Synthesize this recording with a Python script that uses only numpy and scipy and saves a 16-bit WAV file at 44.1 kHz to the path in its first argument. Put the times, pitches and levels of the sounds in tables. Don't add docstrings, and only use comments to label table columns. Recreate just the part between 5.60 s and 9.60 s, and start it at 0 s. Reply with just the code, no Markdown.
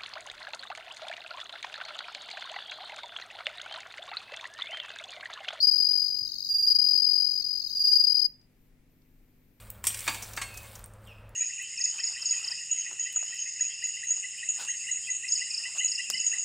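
import sys
import numpy as np
from scipy import signal
from scipy.fft import rfft, irfft
from scipy.io import wavfile

SR = 44100
rng = np.random.default_rng(int(sys.argv[2]) if len(sys.argv) > 2 else 0)


def waveform_to_disk(signal):
    frames = np.transpose(np.atleast_2d(signal))
    scaled = np.clip(frames, -1, 1) * 32767
    samples = np.round(scaled).astype(np.int16)
    wavfile.write(sys.argv[1], SR, samples)


N = 176400
TIME = np.arange(N) / SR
FREQS = np.fft.rfftfreq(N, 1 / SR)

# (first stroke [s], last stroke [s], count, stroke length [s])
TRILL_RUNS = [(0.134, 0.416, 14, 0.015), (0.437, 0.647, 11, 0.014), (0.6737, 0.887, 11, 0.0061),
              (1.239, 1.508, 13, .016), (1.531, 1.84, 15, 0.015), (1.861, 2.213, 17, 0.015),
              (2.494, 2.615, 6, 0.018)]
# (time [s], relative level [dB])
TRILL_FORCE = [(.13, -19), (.23, -18), (.41, -20), (.53, -26), (.66, -28.5), (.88, -27.5), (1.24, -17.5),
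               (1.58, -18.5), (1.72, -23.5), (1.98, -27), (2.14, -30), (2.22, -27.5), (2.49, -17.5),
               (2.62, -18.5)]
CUT_SHORT_TIMES = [.265, 1.396, 2.519, 2.591]
# (time [s], length [s], relative level [dB])
LONG_STROKES = [(0.025, 0.031, -16.5), (0.068, 0.03, -15), (0.110, 0.018, -18.5), (1.072, 0.019, -18.5),
                (1.099, 0.027, -17), (1.146, 0.021, -16), (1.185, 0.02, -16), (1.214, 0.017, -18),
                (2.241, 0.018, -21.5), (2.269, 0.021, -17), (2.314, 0.028, -15.5), (2.353, 0.022, -15),
                (2.395, 0.021, -15.5), (2.436, 0.016, -15.5), (2.467, 0.02, -16.5), (2.641, 0.021, -19)]
# (time [s], relative level [dB])
SLIPS = [(.001, -17), (.691, -29), (.753, -29), (1.82, -24), (2.018, -27), (2.086, -31.5)]
# (start [s], end [s])
BRUSH_SPELLS = [(.66, .9), (2.07, 2.14)]
# (time [s], length [s], relative level [dB])
RIGHT_STROKES = [(.008, 0.048, -24.5), (.070, 0.021, -25), (.114, 0.018, -24.5), (.853, .030, -36),
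                 (.894, 0.036, -22), (.938, 0.035, -19.5), (.981, 0.034, -20.5), (1.022, 0.034, -19.5),
                 (1.063, 0.030, -20), (1.104, 0.025, -20), (1.149, 0.018, -22), (2.158, 0.027, -25.5),
                 (2.193, 0.032, -21), (2.236, 0.033, -20), (2.278, 0.036, -20.5), (2.322, 0.035, -20.5),
                 (2.367, 0.036, -22), (2.417, 0.03, -24)]
# (multiple, relative level [dB], change in the smooth stretch [dB], L-R [dB])
LEFT_TONE = dict(hz=4918.3, fall_hz=3.6, drop_hz=30, jitter_hz=31.07, attack_s=.0025, release_s=0.0025, smooth_at=0.73, smooth_width=.27, partials=[(1, -1.02, 2.5, 13.95),
             (2, -27.5, -16, 11.5), (5 / 2, -41, 0, 6), (3, -31, 4.5, 13.5)])
SLIP_TONE = dict(hz=4370, fall_hz=-220, drop_hz=60, jitter_hz=110, attack_s=.002, release_s=.0025, smooth_at=.6, smooth_width=0.402, partials=[(1, -9.5, 3.977, 7)])
RIGHT_TONE = dict(hz=4870, fall_hz=88.5, drop_hz=70, jitter_hz=41.7, attack_s=0.0027, release_s=.002, smooth_at=0.52, smooth_width=0.37, partials=[(1, -5.5, 8, -2.5),
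              (2, -22.5, -19, -4.5), (3, -28.5, -3.5, 7.5)])
# (centre [Hz], width [Hz], relative level [dB], L-R [dB])
LEFT_MODES = [(4160, 300, -49.5, 9.5), (4398, 130, -45.5, 7), (4933, 150, -38, 5), (5600, 499, -64.5, -4),
              (6257, 450, -47, 5.5), (7450, 250, -65, -3), (9950, 2300, -62.5, 5), (12240, 150, -60.5, 5),
              (13000, 1700, -61, 13.5), (15160, 900, -61, 10)]
RIGHT_MODES = [(4300, 550, -51.5, -0.5), (5780, 1300, -48.5, -3), (12250, 220, -67, 1),
               (10900, 7400, -61, 0)]
# (frequency [Hz], relative density [dB])
AIR_SPECTRUM = [(15, -5.5), (28, 4.5), (42, -7.5), (65, -13.5), (260, -13), (400, -18.5), (630, -26.5),
                (1200, -34), (2250, -28.5), (3200, -36), (7000, -40), (15000, -39)]
# (frequency [Hz], L-R correlation)
AIR_CORRELATION = [(30, 0.94), (250, .75), (700, 0.47), (2000, 0.38), (12000, 0.06)]
# (frequency [Hz], level [dB])
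HUM_PARTIALS = [(50, -77.5), (100, -73.5), (150, -73), (200, -82), (250, -73), (300, -82)]
# (time [s], level [dB])
HISS_LEVEL = [(2.87, -95), (2.92, -81), (3.07, -74), (3.12, -92.5), (3.25, -94), (3.31, -77.5),
              (3.95, -75.5)]
# (time [s], level [dB])
THUDS = [(.610, -56)]
# (time [s], level [dB])
TICKS = [(2.813, -66), (3.418, -73)]


def from_db(db):
    return 10 ** (np.asarray(db) / 20)


def rms_one(x):
    return x / np.sqrt(np.mean(x ** 2) + 1e-20)


def pan(db):
    return from_db(np.array([[db], [-db]]) / 2)


def filtered(x, hz, kind="low", order=2):
    return signal.sosfilt(signal.butter(order, hz, kind, fs=SR, output="sos"), x)


def band_noise(hz, width_hz, channels=2):
    edges_hz = [hz - width_hz / 2, hz + width_hz / 2]
    return rms_one(filtered(rng.standard_normal((channels, N)), edges_hz, "band"))


def drift(hz):
    return rms_one(filtered(rng.standard_normal(N), hz))


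def envelope(start_s, length_s, attack_s, release_s):
    age_s = TIME - start_s
    return np.clip(age_s / attack_s, 0, 1) * np.exp(-np.clip((age_s - length_s) / release_s, 0, 20))


def among(s, times_s, within_s=.012):
    return min(abs(s - t) for t in times_s) < within_s


def radiate(x, low_cut_hz=3768):
    return signal.sosfilt(signal.cheby1(8, .5, low_cut_hz, "high", fs=SR, output="sos"), x)


def wing_tone(strokes, wing, flutter_depth=.056):
    tone = np.zeros((2, N))
    jitter_hz = wing["jitter_hz"] * drift(350)
    flutter = flutter_depth * drift(500)
    for s, length_s, db in strokes:
        span = slice(int(s * SR), int((s + 2 * length_s + .02) * SR))
        progress = np.clip((TIME[span] - s) / length_s, 0, 1)
        smooth = np.exp(-((progress - wing["smooth_at"]) / wing["smooth_width"]) ** 2)
        unsteady = 1 - .6 * smooth
        glide_hz = wing["hz"] - wing["fall_hz"] * progress - wing["drop_hz"] * progress ** 8
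        tooth_hz = glide_hz + unsteady * jitter_hz[span]
        phase = 2 * np.pi * (np.cumsum(tooth_hz) / SR + rng.random())
        shape = envelope(s, length_s, wing["attack_s"], wing["release_s"])[span]
        shape *= 1 + unsteady * flutter[span]
        for multiple, level_db, change_db, pan_db in wing["partials"]:
            gain = from_db(db + level_db + change_db * smooth) * pan(pan_db)
            tone[:, span] += gain * shape * np.sin(multiple * phase)
    return radiate(tone)


def scraping(strokes, energy_decay_s, bite_s, release_s, uneven_db=2.5):
    scrape = np.zeros(N)
    for s, length_s, db in strokes:
        force = from_db(.25 * (db + 17))
        fade = np.exp(-np.maximum(TIME - s, 0) / energy_decay_s / 2)
        scrape += force * envelope(s, length_s, bite_s, release_s) * fade
    return scrape * from_db(uneven_db * drift(120))


def rasp(scrape, modes):
    ringing = sum(from_db(db) * pan(pan_db) * band_noise(hz, width_hz)
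                  for hz, width_hz, db, pan_db in modes)
    rustle = from_db(-76.5) * pan(8.8) * band_noise(hz=2140, width_hz=1600)
    return radiate(scrape * ringing) + scrape * rustle


def left_cricket(far_ear_lag_s=.00038):
    trill = []
    for first_s, last_s, count, length_s in TRILL_RUNS:
        for s in np.linspace(first_s, last_s, round(count)):
            share = .72 if among(s, CUT_SHORT_TIMES) else 1
            db = np.interp(s, *np.transpose(TRILL_FORCE)) + rng.normal(0, .29)
            trill.append((s, share * length_s, db))
    slip_times_s = [s for s, _ in SLIPS]
    clean = [stroke for stroke in trill if not among(stroke[0], slip_times_s)]
    tone = from_db(-4) * wing_tone(clean + LONG_STROKES, LEFT_TONE)
    slips = wing_tone([(s, .012, db) for s, db in SLIPS], SLIP_TONE, flutter_depth=.3)
    brush, opening = wing_brush(trill)
    scrape = scraping(trill + LONG_STROKES, energy_decay_s=.01, bite_s=.001973, release_s=.0059)
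    near, far = tone + slips + brush + rasp(scrape + .5 * opening, LEFT_MODES)
    return np.array([near, np.pad(far, (round(far_ear_lag_s * SR), 0))[:N]])


def right_cricket():
    tone = wing_tone(RIGHT_STROKES, RIGHT_TONE)
    scrape = scraping(RIGHT_STROKES, energy_decay_s=.04, bite_s=.0037, release_s=.022)
    return tone + rasp(scrape, RIGHT_MODES)


def echoes(x, t60_s):
    tail = rng.standard_normal((2, SR)) * from_db(-60 * TIME[:SR] / t60_s)
    tail /= np.sqrt(np.sum(tail ** 2, axis=1, keepdims=True))
    return signal.fftconvolve(x.mean(axis=0)[None], tail, axes=1)[:, :N]


def tub_echoes(song):
    body = from_db(-10.5) * echoes(song, t60_s=.11)
    treble = filtered(song, 11000, "high", order=10)
    return body + from_db(-9) * pan(4) * echoes(treble, t60_s=.22)


def room_tone(air_db=-63):
    def per_bin(points):
        hz, value = np.transpose(points)
        return np.interp(np.log(FREQS + 1), np.log(hz), value)
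    correlation = per_bin(AIR_CORRELATION)
    mid, side = rfft(rng.standard_normal((2, N)))
    stereo = np.sqrt(1 + correlation) * mid + np.sqrt(1 - correlation) * side * [[1], [-1]]
    air = from_db(air_db) * rms_one(irfft(from_db(per_bin(AIR_SPECTRUM)) * stereo, N))
    hum = sum(from_db(db) * np.sqrt(2) * np.sin(2 * np.pi * (hz * TIME + rng.random()))
              for hz, db in HUM_PARTIALS)
    hiss = from_db(np.interp(TIME, *np.transpose(HISS_LEVEL))) * band_noise(hz=13900, width_hz=1100)
    return pan(1.92) * (air + hum) + pan(3) * hiss


def small_knocks():
    thud = sum(from_db(db) * envelope(s, .012, attack_s=.005, release_s=.016) for s, db in THUDS)
    ticks = sum(from_db(db) * envelope(s, .0021, attack_s=.00098, release_s=.004) for s, db in TICKS)
    return ticks * band_noise(5000, 2200) + thud * band_noise(120, 100, channels=1)


def wing_brush(trill, lead_s=.008, length_s=.006):
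    times_s = [s for s, _, _ in trill if any(start < s < end for start, end in BRUSH_SPELLS)]
    opening = sum(from_db(rng.normal(0, 1.5)) * envelope(s - lead_s, length_s, .001, .002)
                  for s in times_s)
    brush = opening * from_db(-49) * pan(6) * band_noise(hz=3964, width_hz=270)
    return radiate(brush), opening


def scene():
    song = left_cricket() + right_cricket()
    tubs = tub_echoes(song)
    room = from_db(-15) * echoes(filtered(song, hz=6400), t60_s=.33)
    return song + tubs + room + room_tone() + small_knocks()


def record(dry):
    return signal.sosfilt(signal.ellip(12, .1, 80, 15850, fs=SR, output="sos"), dry)


dry = scene()
out = record(dry)
waveform_to_disk(out)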